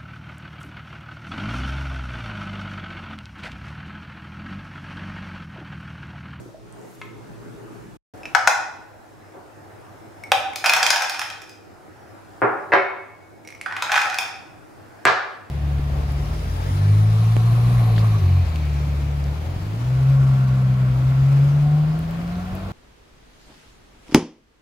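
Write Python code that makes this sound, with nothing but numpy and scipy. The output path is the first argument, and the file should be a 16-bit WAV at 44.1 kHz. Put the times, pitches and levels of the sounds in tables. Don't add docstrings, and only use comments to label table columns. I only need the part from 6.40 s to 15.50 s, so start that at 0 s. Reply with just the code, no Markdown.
import sys
import numpy as np
from scipy import signal
from scipy.io import wavfile
from scipy.ndimage import uniform_filter1d

SR = 44100
rng = np.random.default_rng(int(sys.argv[2]) if len(sys.argv) > 2 else 0)


def persist_wave(psi):
    counts = np.round(np.clip(psi, -1, 1) * 32767).astype(np.int16)
    wavfile.write(sys.argv[1], SR, np.atleast_2d(counts).T)


N = 401310

# frequency in Hz, relative density in dB per Hz.
POT_TONE = [(18, -44), (30, -40), (53, -5.5), (81, -41), (118, -9), (174, -5.5), (404, -8), (616, -13.5),
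            (666, -14), (1390, -18), (3140, -33.5), (6210, -41), (16000, -56.5)]
TOP_TONE = [(18, -71), (30, -12.5), (70, -17), (98, -4), (179, -13.5), (328, -8.5), (554, -11.5), (740, -9),
            (1040, -17), (1430, -17.5), (1630, -19), (3140, -33), (8300, -37.5), (13300, -42.5),
            (16000, -44)]
# centre in Hz, width in Hz, level in dB.
POT_HUMS = [(118, 4.4, -51.5), (330, 15, -54.5), (417, 23, -56)]
TOP_HUMS = [(100.6, 4.7, -61), (321.4, 24, -54.5), (5130, 8, -75)]
POT_TONE_DB, TOP_TONE_DB = -47.5, -44
# time in seconds, relative level of the mids in dB, of the treble hiss in dB.
POT_SWELL = [(0, -1, 13), (.18, -10, 3.5), (.38, -1, 8), (.52, -3, 16), (.7, -5.5, 6), (.9, -2, 9.5),
             (1.35, 0, 10.5), (1.57, -6, 8)]
# frequency in Hz, left-right correlation (-1 to 1).
LIKENESS = [(60, 0.19), (180, 0.073), (550, 0.077), (1650, 0.12), (5000, 0.32), (15000, 0.15)]
DRONE_HZ, DRONE_DB = 102.7, -53.5
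SILENCE_START_S, SILENCE_END_S = 1.572, 1.737

# start in seconds, level in dB, starting bubble pitch in Hz.
DRIPS = [(.06, -32, 330), (.09, -40, 570), (.144, -32.5, 613)]
# start in seconds, level in dB, starting pitch in Hz.
FOAM_POPS = [(0.326, -37.5, 8480), (0.4144, -43, 7180), (0.5506, -43, 11300), (0.6549, -49, 12400)]
# frequency in Hz, relative level in dB, t60 in seconds.
POT_MODES = [(960, -14, 0.056), (1064, -2, 0.086), (1300, -5, 0.053), (1770, 2, 0.019), (2144, 5.5, 0.041),
             (2400, 1, 0.013), (3300, -7, 0.013)]
POT_TICK_S, POT_TICK_DB = 0.6155, -22.5

# frequency in Hz, t60 in seconds.
KITCHEN_T60 = [(100, 0.18), (260, 0.52), (700, 0.71), (1840, 0.64), (4850, 0.59), (12800, 0.33)]

# frequency in Hz, relative level in dB,
# t60 in seconds when free.
CHINA_MODES = [
    [(2205.3, 2.5, 0.95), (2214, -0.5, 0.95), (5520, -16, 0.32), (8500, -24, 0.34), (13600, -36, 0.41)],
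    [(2212, 12.5, 0.44), (2370, 1, 0.4), (5720, -6, 0.62), (8300, -54, 0.23), (13710, -31, .4)],
    [(2590, -0.5, .15), (2380, -4, .15), (5300, -13.5, .15)],
]
# start in seconds, level in dB,
# hardness in dB per octave, share of the free t60, tick in dB, left over right in dB.
CHINKS = [
    [(3.8372, -35.5, 9, 0.064, -38, 3), (4.134, -41.5, 2, 0.018, -45.5, 27),
     (6.385, -24.5, -8, 0.88, -72, 1)],
    [(7.0499, -51, 4, 0.15, -42, -5), (7.0745, -42.5, 9.5, 0.074, -29, -4.5),
     (7.1038, -44, -1, 0.05, -37, -8), (7.088, -41, 3, 0.05, -40, -2), (7.125, -43, 4, 0.05, -45, -2),
     (7.15, -46, 7, 0.05, -44, -2), (7.213, -31, -6, 0.031, -25.5, -3), (8.6527, -110, -56, 0.17, -15.5, 6)],
    [(1.833, -36, 3, 0.26, -46, 0), (1.855, -26, 0.6, 0.21, -50, 0)],
]
DAMPED_ROOM_DB, FREE_ROOM_DB = -2.5, -18

# nominal frequency in Hz, relative level in dB, t60 in seconds.
BEAKER_MODES = [(619, -12, 0.19), (700, -15, 0.048), (771.3, 1.5, 0.14), (821.4, 0.5, 0.14),
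                (924, 2.5, 0.061), (1370, 1, 0.031), (1465, 6, 0.021), (1500, 5, 0.075), (1664, 6.5, 0.036),
                (1860, -14.5, 0.019), (2417, -1.5, 0.034), (2485, 12, 0.023), (2860, -29, 0.067),
                (3200, -4.5, 0.078), (3516, -2.5, 0.053), (4464, -4, 0.027), (5030, 8.5, 0.024),
                (5390, 9.5, 0.022), (5980, 4, 0.026), (6510, -33, .02), (7870, -13, 0.013),
                (9650, 11, 0.011), (10500, 3, 0.018)]
PART_EDGES_HZ = 480, 1100, 2000, 4000, 7300, 15500
# dB over the ring, decay constant in ms.
CRACKS = [(0.5, 3.5), (-2, 4.4), (-3.5, 2.4), (-3.5, 4.3), (-0.5, 2.9)]
# base, rim, spindle and contact in dB over the wall,
# left over right in dB, rise in ms.
STRIKERS = [(-2, -7, -5, -17.5, 5.5, 0.31), (1, 1.5, -4.5, -10.5, -0.5, 0.38),
            (-8, 2.5, 1, -8.5, -1.5, 1.8), (-13.5, -5, -10.5, -22.5, -2, 1.7)]
HARDNESS_GAINS = 0.14, 0.91, 1.056, 1.03
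PART_SPREAD_DB, PAN_SPREAD_DB = 2, 2.5
# start in seconds, wall level in dB, hardness in dB.
BLOWS = [
    [(1.8557, -40, 5), (1.949, -4, -6), (1.9886, -17, -10), (2.074, -4.5, 4.5), (2.0844, -23, -6)],
    [(3.918, -5.5, -1.8), (7.7855, -16.5, 9), (7.809, -25.5, 5)],
    [(4.1578, -28.5, 15), (4.2404, -14, -16), (4.2589, -10.5, 3.5), (4.2637, -12, -3), (4.2904, -22, -1),
     (4.2945, -9.5, 3.5), (4.319, -34, -6), (4.3345, -4, 0.5), (4.3644, -18, 7.5), (4.4282, -8, 2),
     (4.4636, -11, 4), (4.5032, -4.5, 3.5), (4.5304, -5, -6), (4.5596, -18, 11), (4.6204, -5, -4.2),
     (4.6954, -11.5, 3.5), (4.7442, -16, -3.5), (4.7924, -12.5, 0), (4.8149, -9.5, -6), (4.9, -21.5, 0),
     (5.0174, -33, 5.5), (5.0932, -54.5, 24)],
    [(7.2599, -13.5, -4), (7.3101, -19, -13), (7.3223, -16.5, -3), (7.365, -17, 5.5), (7.422, -9.5, 4.5),
     (7.4954, -23, -9), (7.5178, -13.5, 12), (7.5403, -11, 3), (7.5604, -10, 1), (7.575, -8.5, 2),
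     (7.5987, -31, -9), (7.6154, -13, 9.5), (7.6984, -13.5, 4), (7.7424, -22.5, 12), (7.862, -37, -24)],
]

# nominal frequency in Hz, relative level in dB, t60 in seconds.
WORKTOP_MODES = [(413, -2, .07), (566, -13, 0.16), (644, -14.5, 0.011), (808, -9, 0.028), (924, -13, 0.011),
                 (1040, -30, 0.011), (1200, -3, 0.045), (1426, 6.5, 0.02), (1696, 10, 0.016),
                 (2070, 10.5, 0.0035), (2470, 16, 0.003), (3010, 8.5, 0.0015)]
# start in seconds, peak in dB, highest driven frequency in Hz,
# scrape in dB, scrape decay constant in seconds, room send in dB over the peak.
KNOCKS = [(2.94, -36, 950, -41, 0.032, 12.5), (6.0184, -5, 1500, -34, 0.0043, 11.5),
          (6.303, -27.5, 700, 0, 0.013, -4), (6.32, -7.5, 2290, -14, 0.02, 9.5),
          (6.336, -1, 3200, -19, 0.0034, 3.5), (6.354, -4.5, 2300, -18.5, 0.0052, -5.5),
          (8.6534, 3.5, 3300, -21.5, 0.0044, 4.5), (8.667, -3.5, 4300, -35, 0.0024, 11)]
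LOW_FLOOR_HZ, LOW_SHARE = 253, 0.053
# start in seconds, level in dB.
BOOMS = [(6.0206, -28.5), (6.326, -32.5), (8.6518, -28)]
SLAB_HZ, SLAB_T60_S = 118.2, 0.41

# time in seconds, relative wall level in dB, hardness in dB.
POURS = [
    [(4.235, -27, -4.5), (4.32, -26, -21), (4.62, -26, -6), (4.78, -51, 0.1), (5.1, -69, 5.5)],
    [(7.26, -44, -7), (7.42, -40.5, -25), (7.56, -20, 3.5), (7.7, -33.5, -1), (7.9, -39.5, -14)],
]
NUTS_PER_S = 190
HEAP_BASE_DB = 10.5

TREBLE_EDGE_HZ = 15800


def gain_of(db):
    return 10 ** (np.asarray(db) / 20)


def evened(x):
    return x / np.sqrt(np.mean(x ** 2) + 1e-20)


def read(points, hz):
    f, value = np.transpose(points)
    return np.interp(np.log(hz + 1), np.log(f + 1), value)


def add(mix, start_s, sound, pan_db):
    part = mix[:, round(start_s * SR):][:, :len(sound)]
    part += gain_of([[pan_db / 2], [-pan_db / 2]]) * sound[:part.shape[1]]


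def without_bass(x, hz):
    return signal.sosfilt(signal.butter(5, hz, "high", fs=SR, output="sos"), x)


def ring(modes, size=3000):
    hz, db, t60_s = np.transpose(modes)[:, :, None]
    level_luck, pitch_luck = rng.standard_normal((2, len(modes), 1))
    t = np.arange(size) / SR
    envelope = gain_of(db + 3 * level_luck - 60 * t / t60_s)
    x = (envelope * np.sin(2 * np.pi * hz * (1 + 0.0057 * pitch_luck) * t)).sum(0)
    return x / abs(x).max()


def crack(low_hz, high_hz, ms, size=3000):
    x = rng.standard_normal(size) * np.exp(-np.arange(size) / SR * 1000 / ms)
    x = signal.lfilter(*signal.butter(2, [low_hz, high_hz], "band", fs=SR), x)
    return x / abs(x).max()


def room_tone(tone, tone_db, hums, mid_db=0, hiss_db=0):
    frames, hz = (N // 512 + 5) // 2, np.fft.rfftfreq(4096, 1 / SR)[:, None]
    a, b, c, d = rng.standard_normal((frames, 2049, 4)).T
    patches = uniform_filter1d(rng.standard_normal((frames, 2049)).T, 30, 0)
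    patches = evened(uniform_filter1d(patches, 4, 1))

    likeness = np.clip(read(LIKENESS, hz), -1, 1)
    left = a + 1j * b
    right = likeness * left + np.sqrt(1 - likeness ** 2) * (c + 1j * d)

    wash = gain_of(read(tone, hz))
    wash = wash * gain_of(tone_db) / np.linalg.norm(wash)
    power = wash ** 2
    for centre_hz, width_hz, hum_db in hums:
        hump = 1 / (1 + (2 * (hz - centre_hz) / width_hz) ** 4)
        power = power + gain_of(2 * hum_db) * hump / hump.sum()
    shape = np.sqrt(power)

    mids = 1 / (1 + (150 / (hz + 1)) ** 4 + (hz / 2500) ** 4)
    highs = 1 / (1 + (6000 / (hz + 1)) ** 4)
    moving = gain_of(1.54 * patches + mids * mid_db + highs * hiss_db)
    spectra = np.array([left, right]) * shape * moving
    x = signal.istft(spectra, nperseg=4096, noverlap=3072)[1][:, :N]
    return evened(x) * np.linalg.norm(shape)


def pot():
    out, t = np.zeros((2, N)), np.arange(3000) / SR
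    for start_s, db, hz in DRIPS:
        envelope = gain_of(db - 60 * t / 0.036) * np.minimum(t / 0.0013, 1)
        add(out, start_s, envelope * np.sin(2 * np.pi * hz * t * (1 + 2.0 * t)), 0)
    for start_s, db, hz in FOAM_POPS:
        envelope = gain_of(db - 60 * t / 0.0028)
        add(out, start_s, envelope * np.sin(2 * np.pi * hz * t * (1 + 8.0 * t)), 0)
    tick = ring(POT_MODES) + gain_of(-10.5) * crack(1150, 2900, ms=5.9)
    add(out, POT_TICK_S, gain_of(POT_TICK_DB) * tick, 1.5)
    return out


def kitchen(x):
    turn, out = np.arange(N) / SR * 2.3, 0
    for k in range(3):
        taps = np.zeros((2, 30000))
        at = np.arange(200, 30000, 20) + rng.integers(0, 20, (2, 1490))
        np.put_along_axis(taps, at, rng.choice([-1., 1.], at.shape), 1)
        taps[1] = 0.48 * taps[0] + 1.0 * taps[1]
        hz, t, z = signal.stft(taps, SR, nperseg=256)
        decay = gain_of(-60 * t / read(KITCHEN_T60, hz)[:, None])
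        tail = signal.istft(z * decay, SR, nperseg=256)[1]
        tail /= np.linalg.norm(tail, axis=1, keepdims=True)
        share = np.sqrt(2 / 3) * np.cos(2 * np.pi * (turn + k / 3))
        out = out + signal.fftconvolve((share * x)[None], tail, axes=1)[:, :N]
    return out


def china_and_blade():
    (out, send), t = np.zeros((2, 2, N)), np.arange(SR) / SR
    for modes, chinks in zip(CHINA_MODES, CHINKS):
        hz, mode_db, t60_s = np.transpose(modes)[:, :, None]
        for start_s, db, hard_db, free, tick_db, pan_db in chinks:
            level_db = db + mode_db + hard_db * np.log2(hz / hz[0]) - 60 * t / (t60_s * free)
            x = (gain_of(level_db) * np.sin(2 * np.pi * hz * t)).sum(0)
            x += gain_of(tick_db) * crack(1800, 9100, ms=3.5, size=len(t))
            add(out, start_s, x, pan_db)
            add(send, start_s, gain_of(DAMPED_ROOM_DB + FREE_ROOM_DB * free) * x, 0)
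    return out, send


def part_levels_db(striker, wall_db, hard_db):
    return [wall_db] + [wall_db + part_db + k * hard_db for part_db, k in zip(striker, HARDNESS_GAINS)]


def beaker_blow():
    parts = []
    for k, (crack_db, ms) in zip((1, 0, 2, 3, 4), CRACKS):
        low_hz, high_hz = PART_EDGES_HZ[k:k + 2]
        modes = [mode for mode in BEAKER_MODES if low_hz < mode[0] < high_hz]
        parts.append(ring(modes) + gain_of(crack_db) * crack(low_hz, high_hz, ms))
    return np.array(parts)


def beaker():
    out, t_ms = np.zeros((2, N)), np.arange(3000) / SR * 1000
    for striker, blows in zip(STRIKERS, BLOWS):
        pan_db, rise_ms = striker[4:]
        rise = np.minimum(t_ms / rise_ms, 1)
        for start_s, wall_db, hard_db in blows:
            *part_luck, pan_luck = rng.standard_normal(6)
            level_db = part_levels_db(striker, wall_db, hard_db) + PART_SPREAD_DB * np.array(part_luck)
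            x = rise * (gain_of(level_db) @ beaker_blow())
            add(out, start_s, x, pan_db + PAN_SPREAD_DB * pan_luck)
    return without_bass(out, 579)


def worktop():
    (out, send), t = np.zeros((2, 2, N)), np.arange(6000) / SR
    for start_s, db, high_hz, scrape_db, decay_s, room_db in KNOCKS:
        scrape = gain_of(scrape_db) * rng.standard_normal(len(t)) * np.exp(-t / decay_s)
        push = scrape + (t == 0)
        x = signal.oaconvolve(push, ring(WORKTOP_MODES))[:len(t)] + gain_of(12.5) * push
        x = signal.lfilter(*signal.butter(4, high_hz, fs=SR), x)
        x = without_bass(x, LOW_FLOOR_HZ + LOW_SHARE * high_hz)
        x = x / abs(x).max()
        add(out, start_s, gain_of(db) * x, 1.0)
        add(send, start_s, gain_of(db + room_db) * x, 0)
    for start_s, db in BOOMS:
        envelope = gain_of(-60 * t / SLAB_T60_S) * np.minimum(t / 0.0054, 1)
        boom = envelope * np.sin(2 * np.pi * SLAB_HZ * t)
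        boom += gain_of(3) * crack(120, 310, ms=70.0, size=len(t))
        add(out, start_s, gain_of(db) * boom, 1.0)
    return out, send


def nut_rattle():
    out = np.zeros((2, N))
    for pour, nut in zip(POURS, STRIKERS[2:]):
        s, wall_db, hard_db = np.transpose(pour)
        t = np.arange(s[0], s[-1], 1 / SR)
        landings = rng.random(SR) < NUTS_PER_S / SR
        weight = evened(gain_of(1.64 * np.minimum(rng.exponential(1, SR), 4)) * landings)
        spot = rng.integers(0, 12, SR)
        on_heap = (nut[0] + HEAP_BASE_DB, *nut[1:])
        level_db = np.array(part_levels_db(on_heap, np.interp(t, s, wall_db), np.interp(t, s, hard_db)))
        for k in range(12):
            hits = (weight * (spot == k))[None]
            parts = signal.oaconvolve(hits, beaker_blow(), axes=1)[:, :len(t)]
            add(out, s[0], (gain_of(level_db - 18) * parts).sum(0), rng.uniform(0, 3.3))
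    return without_bass(out, 687)


def scene():
    t = np.arange(N) / SR
    s, mid_db, hiss_db = np.transpose(POT_SWELL)
    frame_s = np.arange((N // 512 + 5) // 2) * 1024 / SR
    mid_db, hiss_db = np.interp(frame_s, s, mid_db), np.interp(frame_s, s, hiss_db)
    pot_tone = room_tone(POT_TONE, POT_TONE_DB, POT_HUMS, mid_db, hiss_db)
    drone = gain_of(DRONE_DB) * np.sin(2 * np.pi * DRONE_HZ * t + [[0], [1.2]])
    top_tone = room_tone(TOP_TONE, TOP_TONE_DB, TOP_HUMS) + drone

    drips = pot()
    chinks, chinks_sent = china_and_blade()
    in_beaker = beaker() + nut_rattle()
    knocks, knocks_sent = worktop()
    sent = gain_of(-0.5) * in_beaker + chinks_sent + gain_of(-2) * drips + knocks_sent
    struck = in_beaker + chinks + drips + knocks + kitchen(sent.mean(0))

    before = np.clip((SILENCE_START_S - t) / 0.0057, 0, 1)
    after = np.clip((t - SILENCE_END_S) / 0.00097, 0, 1)
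    return before * (pot_tone + struck) + after * (top_tone + struck)


def record(dry):
    power_db = 10 * np.log10(abs(uniform_filter1d((dry ** 2).mean(0), 300, origin=149)) + 1e-12)
    fall_db = np.arange(N) * 5.3 / SR
    held_db = np.maximum.accumulate(power_db + fall_db) - fall_db
    over_db = uniform_filter1d(np.maximum(held_db + 17.5, 0), 300, origin=149)
    keep = np.exp(-1 / (1.2 * SR))
    lasting_db = signal.lfilter([1 - keep], [1, -keep], np.maximum(power_db + 18.0, 0))
    ducked = dry * gain_of(1.98 - 0.28 * over_db - 5.73 * lasting_db)
    clipped = without_bass(np.clip(ducked, -1, 1), 36)
    treble_cut = signal.firwin(511, TREBLE_EDGE_HZ, window=("kaiser", 9), fs=SR)
    return signal.oaconvolve(clipped, treble_cut[None], "same")


dry = scene()
out = record(dry)
persist_wave(out)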